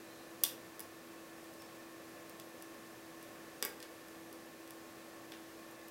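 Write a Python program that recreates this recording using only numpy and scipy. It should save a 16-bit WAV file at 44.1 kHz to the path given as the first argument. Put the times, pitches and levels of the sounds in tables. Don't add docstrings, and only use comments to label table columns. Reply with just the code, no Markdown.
import sys
import numpy as np
from scipy import signal
from scipy.fft import rfft, irfft, next_fast_len
from scipy.io import wavfile
from scipy.ndimage import uniform_filter1d

SR = 44100
rng = np.random.default_rng(int(sys.argv[2]) if len(sys.argv) > 2 else 0)


def master(y):
    cut = np.clip(np.atleast_2d(y).T, -1, 1)
    pcm = np.round(cut * 32767)
    wavfile.write(sys.argv[1], SR, pcm.astype(np.int16))


N = 260190


def undb(db):
    return 10 ** (np.asarray(db) / 20)


def unit(x):
    return x / np.sqrt(np.sum(x ** 2))


def colour(x, points):
    size = next_fast_len(len(x) + 4096, real=True)
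    hz, db = np.transpose(points)
    bins_hz = np.maximum(np.fft.rfftfreq(size, 1 / SR), 1)
    gain = undb(np.interp(np.log(bins_hz), np.log(hz), db))
    cepstrum = irfft(np.log(gain), size)
    cepstrum[1:size // 2] *= 2
    cepstrum[size // 2 + 1:] = 0
    return irfft(rfft(x, size) * np.exp(rfft(cepstrum)), size)[:len(x)]


def drift(rate_hz):
    hold = max(int(SR / rate_hz), 1)
    steps = np.repeat(rng.standard_normal(2048)[:N // hold + 1], hold)
    return uniform_filter1d(uniform_filter1d(steps, hold), hold)[:N] * np.sqrt(np.pi / 2)


def add(out, start_s, sound):
    start = max(int(start_s * SR), 0)
    out[start:start + len(sound)] += sound[:N - start]


def tone(hz, rms_db, wander_hz, flutter_db, flutter_hz):
    phase = 2 * np.pi * (rng.random() + np.cumsum(hz + wander_hz * drift(9)) / SR)
    return np.sqrt(2) * undb(rms_db + flutter_db * drift(flutter_hz)) * np.sin(phase)


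def fan(air_rms_db=-55):
    # pitch_hz, rms_db
    hum_lines = [(120, -79.5), (240, -75), (502, -70), (535, -76.5), (580, -72), (721.5, -76), (1080, -69),
                 (1156.4, -74), (1732, -72), (1771, -78.5), (1790.5, -72), (1938, -83), (2452, -77),
                 (2638, -78)]
    # freq_hz, relative_db
    air_spectrum = [(25, -18.5), (50, -16.5), (80, -8.5), (120, -6), (180, -3), (250, 0.5), (400, 0),
                    (560, 1), (850, -5.5), (1800, -8), (3000, -13.5), (6000, -16), (11000, -19),
                    (16000, -20.5)]
    blade = tone(hz=330.2, rms_db=-58, wander_hz=0.91, flutter_db=1, flutter_hz=20)
    hum = sum(tone(hz, db, wander_hz=3.52, flutter_db=3, flutter_hz=45) for hz, db in hum_lines)
    whine = tone(hz=11634, rms_db=-78.5, wander_hz=6, flutter_db=1.6, flutter_hz=25)
    air = unit(colour(rng.standard_normal(N), air_spectrum)) * np.sqrt(N)
    return blade + hum + whine + air * undb(air_rms_db + 0.21 * drift(5.39))


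def squeaks(flutter_db=3):
    # start_s, length_s, pitch_hz, wander_hz, rms_db
    drags = [(0, .32, 4040, 170, -68), (1.59, .042, 5380, 30, -63), (1.63, .036, 5380, 30, -68)]
    out, bend, grip = np.zeros(N), drift(400), drift(149.7)
    for start_s, length_s, pitch_hz, wander_hz, rms_db in drags:
        span = slice(int(start_s * SR), int((start_s + length_s) * SR))
        phase = 2 * np.pi * np.cumsum(pitch_hz + wander_hz * bend[span]) / SR
        envelope = undb(rms_db + flutter_db * grip[span]) * np.sqrt(2 * np.hanning(len(phase)))
        add(out, start_s, envelope * np.sin(phase))
    return out


def contact(contact_ms, t):
    age = t / (contact_ms / 1000)
    swell = age * np.exp(-age)
    spectrum = rfft(rng.standard_normal(len(t)) * swell)
    whitened = irfft(spectrum / (np.abs(spectrum) + 1e-12), len(t))
    return unit(whitened * np.exp(-age / 10))


def ring(modes, t, scatter_db=0.5):
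    out = np.zeros(len(t))
    for hz, width_hz, db in modes:
        mode = unit(np.exp(-np.pi * width_hz * t) * np.cos(2 * np.pi * hz * t))
        out += undb(db - scatter_db * rng.standard_normal()) * mode
    return unit(out)


def click(level_db, contact_ms, body_db, pin_hz):
    # freq_hz, width_hz, level_db
    pin_modes = [(2890, 49, -7), (3485, 210, -3), (5030, 170, -1), (5750, 240, 1), (8110, 240, -3.5),
                 (10650, 250, -8), (11900, 160, -4.5), (12800, 160, -6), (13800, 170, 0.5)]
    # freq_hz, width_hz, level_db
    body_modes = [(275, 14, -5), (413, 20, 1), (481, 15, 2.5), (787, 7.9, -6), (869, 28, -3),
                  (1126, 44, -4.5), (1450, 46, -6), (1614, 38, -0.5), (1880, 110, 0), (2225, 35, -3.5),
                  (2600, 560, -11)]
    # freq_hz, level_db, t60_s
    steel_decays = [(1125, 4, .22), (3080, -4, .2), (3468, 3, .24), (3560, -1, .2), (4629, -6, .3),
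                    (5292, -9, .22), (6164, -3, .22), (8168, 0, .18), (10240, 0, .2), (10579, -4, .2),
                    (12019, -2, .19), (12614, -5, .2), (12922, -3, .17)]
    # freq_hz, level_db
    crack_spectrum = [(300, -20), (1200, -12), (2200, -3.5), (3450, 2.5), (7000, 0), (11000, 10.5),
                      (16000, -0.5)]
    t = np.arange(SR // 2) / SR
    tilt_db_per_octave = 1.86 - 4.5 * np.log2(contact_ms / 0.3) + 0.08 * (level_db + 40)
    tilt = [(2000, 0), (16000, 3 * tilt_db_per_octave)]
    favoured_hz = 14700 / (1 + (contact_ms / 0.586) ** 2)
    favoured = undb(-6) * ring([(favoured_hz, 1400, 0)], t)
    crack = unit(colour(1. * (t == 0), crack_spectrum))
    pins = ring(pin_modes, t) + undb(-6) * ring([(pin_hz, 400, 0)], t)
    metal = pins + undb(-2) * crack + favoured
    body = undb(body_db) * ring(body_modes, t)
    steel_modes = [(hz, np.log(1000) / (np.pi * t60_s), db) for hz, db, t60_s in steel_decays]
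    steel = undb(-12) * ring(steel_modes, t)
    direct = unit(colour(metal + steel, tilt)) + body
    radiated = unit(colour(metal + undb(-1) * crack, tilt)) + body
    sound = signal.fftconvolve(contact(contact_ms, t), direct + room(radiated, t))[:len(t)]
    return undb(level_db) * np.sqrt(SR / 1000) * sound


def room(x, t, build_s=0.001, low_t60_s=0.4, high_t60_s=0.26, split_hz=2500, send_db=-6):
    # freq_hz, gain_db
    wall_colour = [(200, -2), (1000, 3.5), (3500, 5.5), (7000, 3), (12000, -4), (16000, -3)]
    noise = rng.standard_normal(len(t))
    low = signal.sosfiltfilt(signal.butter(2, split_hz, fs=SR, output="sos"), noise)
    tail = low * undb(-60 * t / low_t60_s) + (noise - low) * undb(-60 * t / high_t60_s)
    onset = 1 - np.exp(-t / build_s)
    response = colour(unit(tail * onset), wall_colour)
    return undb(send_db) * signal.fftconvolve(x, response)[:len(t)]


def picking(faint_tick_count=6, touch_body_db=-23, rebound_db=-11, rebound_contact_ratio=0.79):
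    # start_s, slip_db, slip_contact_ms, flight_ms, landing_re_slip_db,
    # landing_contact_ms, bounce_delay_ms, body_re_click_db, pin_hz
    snaps = [ (0.4364, -15.5, .28, 2.93, -4, 0.43, 11, -28.5, 3570),
             (0.7945, -37.5, 0.32, 9.8, 1.5, 0.25, 5, -11, 10400),
             (3.6254, -25, 0.55, 25.0, -2, 0.2, 6, -5, 4800),
             (3.8028, -46, .5, 24.1, 4.5, 0.58, 5.6, -8, 4870),
             (5.3198, -43, 0.91, 17, -6, 1.4, 6, -4, 3500)]
    # start_s, level_db, contact_ms, pin_hz
    ticks = [(1.5372, -52, .28, 15000), (1.6203, -48, .5, 11900), (2.296, -45, 0.33, 14200),
             (2.3986, -42, 0.54, 13500), (2.6236, -42, .33, 10700), (3.228, -47.5, 0.3, 10900),
             (4.0837, -50, 0.42, 14500), (4.3276, -46.5, 0.32, 12300), (4.707, -42.5, .35, 12000),
             (5.883, -47, .25, 12400)]
    out = np.zeros(N)
    for start_s, slip_db, slip_ms, flight_ms, landing_db, landing_ms, delay_ms, body_db, pin_hz in snaps:
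        landing_s = start_s + flight_ms / 1000
        bounce_s = landing_s + delay_ms / 1000
        bounce_db = slip_db + landing_db + rebound_db
        add(out, start_s, click(slip_db, slip_ms, body_db, pin_hz))
        add(out, landing_s, click(slip_db + landing_db, landing_ms, body_db, pin_hz))
        add(out, bounce_s, click(bounce_db, landing_ms * rebound_contact_ratio, body_db, pin_hz))
    for start_s, level_db, contact_ms, pin_hz in ticks:
        add(out, start_s, click(level_db, contact_ms, touch_body_db, pin_hz))
    for when, force, length in rng.random((faint_tick_count, 3)):
        faint_db = -52 + 1.5 * (2 * force - 1)
        faint_ms = 0.4 * (0.5 + length)
        add(out, when * N / SR, click(faint_db, faint_ms, touch_body_db, pin_hz=12000))
    return signal.sosfilt(signal.butter(4, 200, "high", fs=SR, output="sos"), out)


def scene():
    return np.tile(picking() + squeaks() + fan(), (2, 1))


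def record(dry):
    cutoff_hz = 15850
    return signal.sosfilt(signal.ellip(10, .2, 70, cutoff_hz, fs=SR, output="sos"), dry)


dry = scene()
out = record(dry)
master(out)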